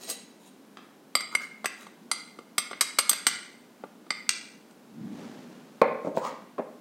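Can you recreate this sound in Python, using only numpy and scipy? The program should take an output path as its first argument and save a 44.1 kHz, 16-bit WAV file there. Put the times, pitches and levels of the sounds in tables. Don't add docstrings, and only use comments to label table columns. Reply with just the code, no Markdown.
import sys
import numpy as np
from scipy import signal
from scipy.fft import rfft, irfft
from scipy.io import wavfile
from scipy.ndimage import uniform_filter1d

SR = 44100
rng = np.random.default_rng(int(sys.argv[2]) if len(sys.argv) > 2 else 0)


def bounce(signal):
    frames = np.transpose(np.atleast_2d(signal))
    limited = np.clip(frames, -1, 1)
    pcm = np.round(limited * 32767).astype(np.int16)
    wavfile.write(sys.argv[1], SR, pcm)


N = 300144

# [t/s, level/dB, brightness/dB per octave, contact cut-off f/Hz, rim tone level/dB,
# ping level/dB, rim f/Hz, ring time/factor, chatter t/s, room send level/dB]
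CLINK_EVENTS = [(0.098, -47, 5, 16000, -5, 0.5, 1990, 3.1, .01, -13.5),
                (0.7707, -51.5, -3.5, 5500, -4, -4.5, 2130, 0.32, 0.00094, -5),
                (1.1523, -28.5, -0.84, 13000, 2.5, 5.5, 2107, 0.75, .0022, -12),
                (1.206, -44, -1, 12100, 4.5, 3, 2140, 0.99, .002, -22),
                (1.3504, -33.5, -0.96, 12500, 13, 0.5, 2147, 1, 0.0022, -16),
                (1.657, -35, -0.8, 14700, 4.5, -2, 1986, 0.7, .0018, -12.5),
                (2.1141, -32.5, 0.5, 10800, 1, 2, 2110, 0.88, .002, -11.5),
                (2.5808, -30, 0.36, 14980, 1, 0, 2150, 0.95, .0035, -13),
                (2.731, -44, -2, 3500, 1, 3, 2140, 0.69, .0017, -11),
                (2.8091, -29.5, 1.8, 13800, 1, 1, 2136, 0.5, .0066, -11.5),
                (2.9862, -25.5, 0, 13240, -0.5, -0.5, 2256, 0.99, .006, -13.5),
                (3.094, -30.5, 4, 17000, -10, -6, 2130, 1.1, .001, -13),
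                (3.1132, -42, -1.5, 16080, 2.5, 7, 2120, 0.31, .002, -4.5),
                (3.1302, -38.5, 0.5, 14980, -1, 0.5, 2140, 0.43, .002, -12),
                (3.267, -26.5, 0.83, 11300, 0, -0.5, 2080, .9, .003, -10.5),
                (4.1046, -36, -1.5, 8400, 8, 7.5, 2090, 0.73, 0.003, -12),
                (4.2918, -32, 4.5, 7400, 1.5, -0.5, 2030, 0.17, 0.00026, -10.5)]
# [t/s, level/dB, brightness/dB per octave]
NUDGE_EVENTS = [(1.6437, -39.5, -5.5), (1.8667, -55, -5.5), (2.3877, -51.5, -7.5), (2.7114, -45, -5.5),
                (3.8373, -53.5, -11.5), (4.0655, -64, -9), (4.709, -69.5, -0.5)]
NUDGE_CUTOFF_HZ, NUDGE_RIM_DB, NUDGE_PING_DB, NUDGE_RIM_HZ = 12000, -3.5, -3.5, 2130
NUDGE_RING_FACTOR, NUDGE_CHATTER_S, NUDGE_ROOM_DB = 0.97, 0.0026, -13.5


def spoon():
    direct, sent = np.zeros((2, N))
    nudge_touch = (NUDGE_CUTOFF_HZ, NUDGE_RIM_DB, NUDGE_PING_DB, NUDGE_RIM_HZ,
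                   NUDGE_RING_FACTOR, NUDGE_CHATTER_S, NUDGE_ROOM_DB)
    nudges = [(*row, *nudge_touch) for row in NUDGE_EVENTS]
    for start_s, *touch, room_db in CLINK_EVENTS + nudges:
        sound = clink(*touch)
        add(direct, start_s, sound)
        add(sent, start_s, amp(room_db) * sound)
    return direct + kitchen(sent, early_db=3.0)


CLINK_EDGES_HZ = [250, 900, 1700, 2600, 4400, 5500, 7600, 10000, 16000]
CLINK_RADIATION_DB = [-9.5, -1, -1.5, -1.5, -1.5, -3.5, 2.5, -4.5]
# [f/Hz, level/dB, t60/s]
GLASS_MODES = [(794, -8, 0.011), (1181, 1, 0.028), (1406, -1.5, 0.025), (2270, -21.5, 0.013),
               (3610, -12, 0.02), (4040, -11.5, 0.0256), (4167, -14, 0.022), (4707, -7, 0.043),
               (5090, -16, .045), (6070, -10, 0.0715), (5920, -18.5, 0.018), (7550, -2.5, .035),
               (7850, -14, 0.044), (8100, 3, 0.046), (8433, 1, 0.07), (9430, -5, 0.046),
               (10600, -15, 0.055), (11280, -7.5, 0.044), (12400, -13, 0.046), (13100, -17, .045),
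               (13920, -12, .045), (15430, -26.5, .05)]
CLINK_PIVOT_HZ = 2000
PING_HZ, PING_WIDTH_HZ = 4700, 200
CRACK_DB, CRACK_DB_PER_S, CRACK_PER_TONE = 4, 801, -0.28


def clink(db, tilt_db, cutoff_hz, rim_db, ping_db, rim_hz, ring_factor, chatter_s,
          steepness=8, rim_split_hz=90):
    hz = middles(CLINK_EDGES_HZ)
    levels = db + np.array(CLINK_RADIATION_DB) + tilt_db * np.log2(hz / CLINK_PIVOT_HZ)
    levels -= 10 * np.log10(1 + (hz / cutoff_hz) ** steepness)
    levels[np.digitize([rim_hz, PING_HZ], CLINK_EDGES_HZ) - 1] += [rim_db, ping_db]
    modes = []
    for f, mode_db, t60 in GLASS_MODES:
        near_ping = abs(f - PING_HZ) < PING_WIDTH_HZ
        modes.append((f, mode_db + ping_db * near_ping, t60))
    modes += [(rim_hz, 0, .042), (rim_hz - rim_split_hz, -4.5, .036)]
    crack_db = CRACK_DB + CRACK_DB_PER_S * chatter_s + CRACK_PER_TONE * (rim_db + ping_db)
    return blow(modes, ring_factor, chatter_s, CLINK_EDGES_HZ, levels, crack_db,
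                crack_t60=0.012, rattle_db=-8.5, spread_db=2.5, rise_s=.0008)


# [t/s, level/dB, brightness/dB per octave, ring time/factor, chatter t/s,
# room send level/dB]
KNOCK_EVENTS = [(5.8154, -16.5, 2.26, 0.95, 0.0033, -6), (5.838, -29.5, 0.5, .89, 0.0047, -6),
                (6.047, -37, -4.5, .8, .007, -1), (6.0698, -32, -4.5, 0.73, 0.0093, -5.5),
                (6.1721, -27.5, 0, 0.34, 0.00071, -5.5), (6.247, -46, 7, .5, 0.0037, 2.5),
                (6.323, -48, -8, 0.89, 0.0035, -11), (6.5809, -31.5, 0.5, 0.84, 0.021, -8.5),
                (6.595, -34, -3.5, 1, 0.0017, -10)]
KNOCK_EDGES_HZ = [150, 380, 750, 1500, 3000, 6000, 16000]
KNOCK_RADIATION_DB = [-7, 1, -5, -19.5, -32, -43.5]
# [f/Hz, level/dB, t60/s]
TABLE_MODES = [(236.7, -8, 0.15), (306, -12, 0.14), (414, -7.5, 0.046), (483, -10, 0.091),
               (535, -3.5, 0.052), (635, -5, 0.031), (795, -4.5, 0.026), (902, -5.5, 0.086),
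               (1058, -2, 0.12), (1260, -19, 0.041), (1570, -29, 0.019)]
KNOCK_PIVOT_HZ = 550
KNOCK_ROOM_TOP_HZ = 3240


def table():
    direct, sent = np.zeros((2, N))
    octaves = np.log2(middles(KNOCK_EDGES_HZ) / KNOCK_PIVOT_HZ)
    for start_s, db, tilt_db, ring_factor, chatter_s, room_db in KNOCK_EVENTS:
        levels = db + np.array(KNOCK_RADIATION_DB) + tilt_db * octaves
        thud = blow(TABLE_MODES, ring_factor, chatter_s, KNOCK_EDGES_HZ, levels, crack_db=19.0,
                    crack_t60=0.011, rattle_db=-16.5, spread_db=-0.5, rise_s=0.00048)
        add(direct, start_s, thud)
        add(sent, start_s, amp(room_db) * thud)
    return direct + kitchen(band(sent, 49, KNOCK_ROOM_TOP_HZ, order=2), early_db=-0.5)


BASS_CUT_HZ = 160


def blow(modes, ring_factor, chatter_s, edges, levels, crack_db, crack_t60, rattle_db, spread_db, rise_s):
    t = np.arange(8192) / SR
    touches, noise = rng.standard_normal((2, len(t)))
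    touching = rng.random(len(t)) < 1500 / SR
    force = amp(rattle_db) * touches * touching * np.exp(-t / chatter_s)
    force[0] = 1
    tones = signal.fftconvolve(force, ring(modes, t, ring_factor, spread_db, 0.003))[:len(t)]
    crack = noise * amp(crack_db - 60 * t / (crack_t60 + 5 * chatter_s))
    onset = 1 - np.exp(-t / rise_s)
    body = (tones + band(crack, 290, 11000, order=2)) * onset
    return band(driven(body, edges, np.array(levels)), BASS_CUT_HZ, 15500, order=3)


def ring(modes, t, ring_factor, spread_db, detune):
    hz, db, t60 = np.transpose(modes)[:, :, None]
    weight, shift, side = rng.standard_normal((3, len(modes), 1))
    gain = np.sign(side) * amp(db + spread_db * weight - 60 * t / (t60 * ring_factor))
    tones = gain * np.sin(2 * np.pi * hz * (1 + detune * shift) * t)
    return tones.sum(0)


def driven(body, edges, levels):
    hz, db = np.fft.rfftfreq(len(body), 1 / SR), np.zeros(len(levels))
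    z, centres = rfft(body), middles(edges)
    which = np.digitize(hz, edges)
    for _ in range(4):
        curve = read(np.transpose([centres, db]), hz)
        energy = np.bincount(which, abs(z * amp(curve)) ** 2)[1:-1] * 2 / len(body)
        db = db + levels - 10 * np.log10(energy / (SR / 50))
    log_gain = np.log(amp(np.r_[curve, curve[-2:0:-1]]))
    phase = -signal.hilbert(log_gain).imag[:len(hz)]
    return irfft(z * amp(curve) * np.exp(1j * phase))


# [start t/s, peak t/s, end t/s, level/dB, rasp level over hiss/dB, rasp f/Hz]
SCRAPE_EVENTS = [(-.04, .054, 0.087, -47, -9, 372), (.066, 0.09, .15, -37, -16, 724),
                 (0.377, 0.484, 0.48, -58, -7, 873), (1.307, 1.328, 1.39, -58.5, 15, 1150),
                 (1.384, 1.423, 1.47, -51.5, 5.5, 1390), (1.74, 1.808, 1.88, -55.5, -1.5, 1360)]
# [start t/s, peak t/s, end t/s, level/dB, rasp f/Hz]
SLIDE_EVENTS = [(5.98, 6.073, 6.1, -60.5, 420), (6.139, 6.173, 6.2, -47, 595),
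                (6.2, 6.252, 6.315, -46, 986)]
SCRAPE_STEEL_DB = -2.5
SLIDE_STEEL_DB, SLIDE_RASP_DB = -16, 13


def scrapes():
    out = np.zeros(N)
    for start, peak, end, db, rasp_db, rasp_hz in SCRAPE_EVENTS:
        add(out, start, stroke(start, peak, end, db, SCRAPE_STEEL_DB, rasp_db, rasp_hz))
    for start, peak, end, db, rasp_hz in SLIDE_EVENTS:
        add(out, start, stroke(start, peak, end, db, SLIDE_STEEL_DB, SLIDE_RASP_DB, rasp_hz))
    return out


# [f/Hz, level/dB, t60/s]
STEEL_MODES = [(1926, -11, 0.071), (3920, 1.5, 0.04), (4700, -33, 0.041), (6400, 2, 0.028),
               (6870, 3, 0.029), (8370, -9, 0.2), (9000, -6, 0.13), (10960, -2, 0.035), (12800, 3, 0.018)]
# [f/Hz, level/dB per Hz]
GRIT_SPECTRUM = [(40, -50), (150, -4), (500, 8), (1400, -4.5), (4000, 1), (6500, -2), (9000, -8),
                 (13000, -28), (16000, -4.5)]


def stroke(start, peak, end, db, steel_db, rasp_db, rasp_hz, grain=0.64, rasp_width=0.22):
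    now, t = np.arange(start, end, 1 / SR), np.arange(SR // 6) / SR
    pressure = np.interp(now, [start, peak, end], [0, 1, 0])
    noise = rng.standard_normal(len(now))
    unevenness = evened(uniform_filter1d(rng.standard_normal(len(now)), 40))
    slips = evened(noise * np.exp(grain * unevenness))
    drive = np.pad(pressure * slips, (0, len(t)))
    steel = ring(STEEL_MODES, t, 1, 1, .002)
    hiss = coloured(drive, GRIT_SPECTRUM)
    sing = evened(signal.fftconvolve(drive, steel)[:len(drive)])
    rasp = evened(band(drive, rasp_hz / (1 + rasp_width), rasp_hz * (1 + rasp_width), order=3))
    return amp(db) * drive.std() * (hiss + amp(steel_db) * sing + amp(rasp_db) * rasp)


# [f/Hz, level/dB per Hz]
PUFF_SPECTRUM = [(30, -52), (70, -32), (110, -19), (160, -5), (230, 3.5), (310, -7), (420, -22.5),
                 (900, -47.5), (3000, -83.5)]
# [f/Hz, level/dB per Hz]
SLEEVE_SPECTRUM = [(50, -45.5), (150, 5), (420, 6), (1000, -2.5), (2200, -9), (4400, -14), (7000, -17.5),
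                   (10000, -27.5), (15000, -37.5)]
PUFF_PEAK_S, PUFF_DB, PUFF_RISE_DB_PER_S, PUFF_EBB_DB_PER_S = 5.02, -37, 148, 29.5
SLEEVE_PEAK_S, SLEEVE_DB, SLEEVE_RISE_DB_PER_S, SLEEVE_EBB_DB_PER_S = 5.208, -47, 61, 20


def arm(crinkle=0.18):
    air, cloth, folds = rng.standard_normal((3, N))
    cloth = cloth * np.exp(crinkle * evened(uniform_filter1d(folds, 200)))
    puff_gain = amp(PUFF_DB) * sweep(PUFF_PEAK_S, PUFF_RISE_DB_PER_S, PUFF_EBB_DB_PER_S)
    puff = puff_gain * coloured(air, PUFF_SPECTRUM)
    rustle_gain = amp(SLEEVE_DB) * sweep(SLEEVE_PEAK_S, SLEEVE_RISE_DB_PER_S, SLEEVE_EBB_DB_PER_S)
    rustle = rustle_gain * coloured(cloth, SLEEVE_SPECTRUM)
    return puff + rustle


ARM_REST_S, ARM_STOP_DB_PER_S = 5.8, 117


def sweep(peak_s, rise_db_per_s, ebb_db_per_s):
    t = np.arange(N) / SR
    below_db = np.maximum(rise_db_per_s * (peak_s - t), ebb_db_per_s * (t - peak_s))
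    stop_db = ARM_STOP_DB_PER_S * np.maximum(t - ARM_REST_S, 0)
    return amp(-below_db - stop_db)


# [delay t/s, strength before the early level]
NEAR_ECHOES = [(.0031, 0.162), (0.011, 0.289), (0.0138, -0.25), (.0152, 0.23), (0.018, .12),
               (0.021, -0.149)]
# [f/Hz, t60/s]
TAIL_T60 = [(200, 0.73), (600, 0.54), (2000, 0.63), (4500, 0.57), (8400, 0.51), (12000, 0.31),
            (16000, 0.196)]
# [f/Hz, level/dB]
TAIL_COLOUR = [(150, -4.5), (450, -2), (1100, -3), (2100, 3), (4700, -0.5), (8400, -3), (10500, -3),
               (13000, -3), (16000, -12)]


def kitchen(x, early_db, build_s=0.0061):
    t = np.arange(SR * 4 // 5) / SR
    taps = rng.standard_normal(len(t)) * (rng.random(len(t)) < 6000 / SR)
    hz, when, z = signal.stft(evened(taps), SR, nperseg=256)
    decay_db = 60 * when / read(TAIL_T60, hz)[:, None]
    z = z * amp(read(TAIL_COLOUR, hz)[:, None] - decay_db)
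    build_up = 1 - np.exp(-(t / build_s) ** 2)
    tail = signal.istft(z, SR, nperseg=256)[1][:len(t)] * build_up
    response = tail / np.linalg.norm(tail)
    for delay, strength in NEAR_ECHOES:
        response[round(delay * SR)] += amp(early_db) * strength
    return signal.fftconvolve(x, response)[:N]


# [f/Hz, level/dB per Hz]
FLOOR_SPECTRUM = [(18, -76), (30, -40.5), (95, -35.5), (215, -4), (374, -13.5), (404, -12.5), (486, -16),
                  (844, -20.5), (1130, -23), (1220, -25.5), (1430, -24.5), (1590, -25.5), (1860, -29),
                  (3580, -32.5), (16000, -41.5)]
ROOM_NOISE_DB = -54


def room_noise(waver_db=0.22):
    waver = evened(uniform_filter1d(uniform_filter1d(rng.standard_normal(N), 5000), 5000))
    return amp(ROOM_NOISE_DB + waver_db * waver) * coloured(rng.standard_normal(N), FLOOR_SPECTRUM)


def amp(db):
    return 10 ** (np.asarray(db) / 20)


def evened(x):
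    return x / np.sqrt(np.mean(x ** 2) + 1e-20)


def read(points, hz):
    f, value = np.transpose(points)
    return np.interp(np.log(hz + 1), np.log(f + 1), value)


def coloured(x, spectrum):
    gain = amp(read(spectrum, np.fft.rfftfreq(len(x), 1 / SR)))
    return evened(irfft(rfft(x) * gain, len(x)))


def band(x, lo_hz, hi_hz, order=4):
    return signal.sosfilt(signal.butter(order, [lo_hz, hi_hz], "band", fs=SR, output="sos"), x)


def middles(edges):
    return np.sqrt(np.multiply(edges[:-1], edges[1:]))


def add(mix, start_s, sound):
    at = round(start_s * SR)
    sound = sound[max(-at, 0):]
    part = mix[max(at, 0):][:len(sound)]
    part += sound[:len(part)]


def scene():
    rubbing = scrapes()
    rubbing_room = amp(-7.5) * kitchen(rubbing, early_db=8)
    mix = spoon() + table() + rubbing + rubbing_room + arm() + room_noise()
    side = amp(-84.0) * evened(band(rng.standard_normal(N), 5000, 15000))
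    return np.array([mix + side, mix - side])


EDGE_HZ = 15950


def record(dry):
    low_pass = signal.firwin(255, EDGE_HZ, window=("kaiser", 9), fs=SR)
    return signal.oaconvolve(dry, low_pass[None], "same")


dry = scene()
out = record(dry)
bounce(out)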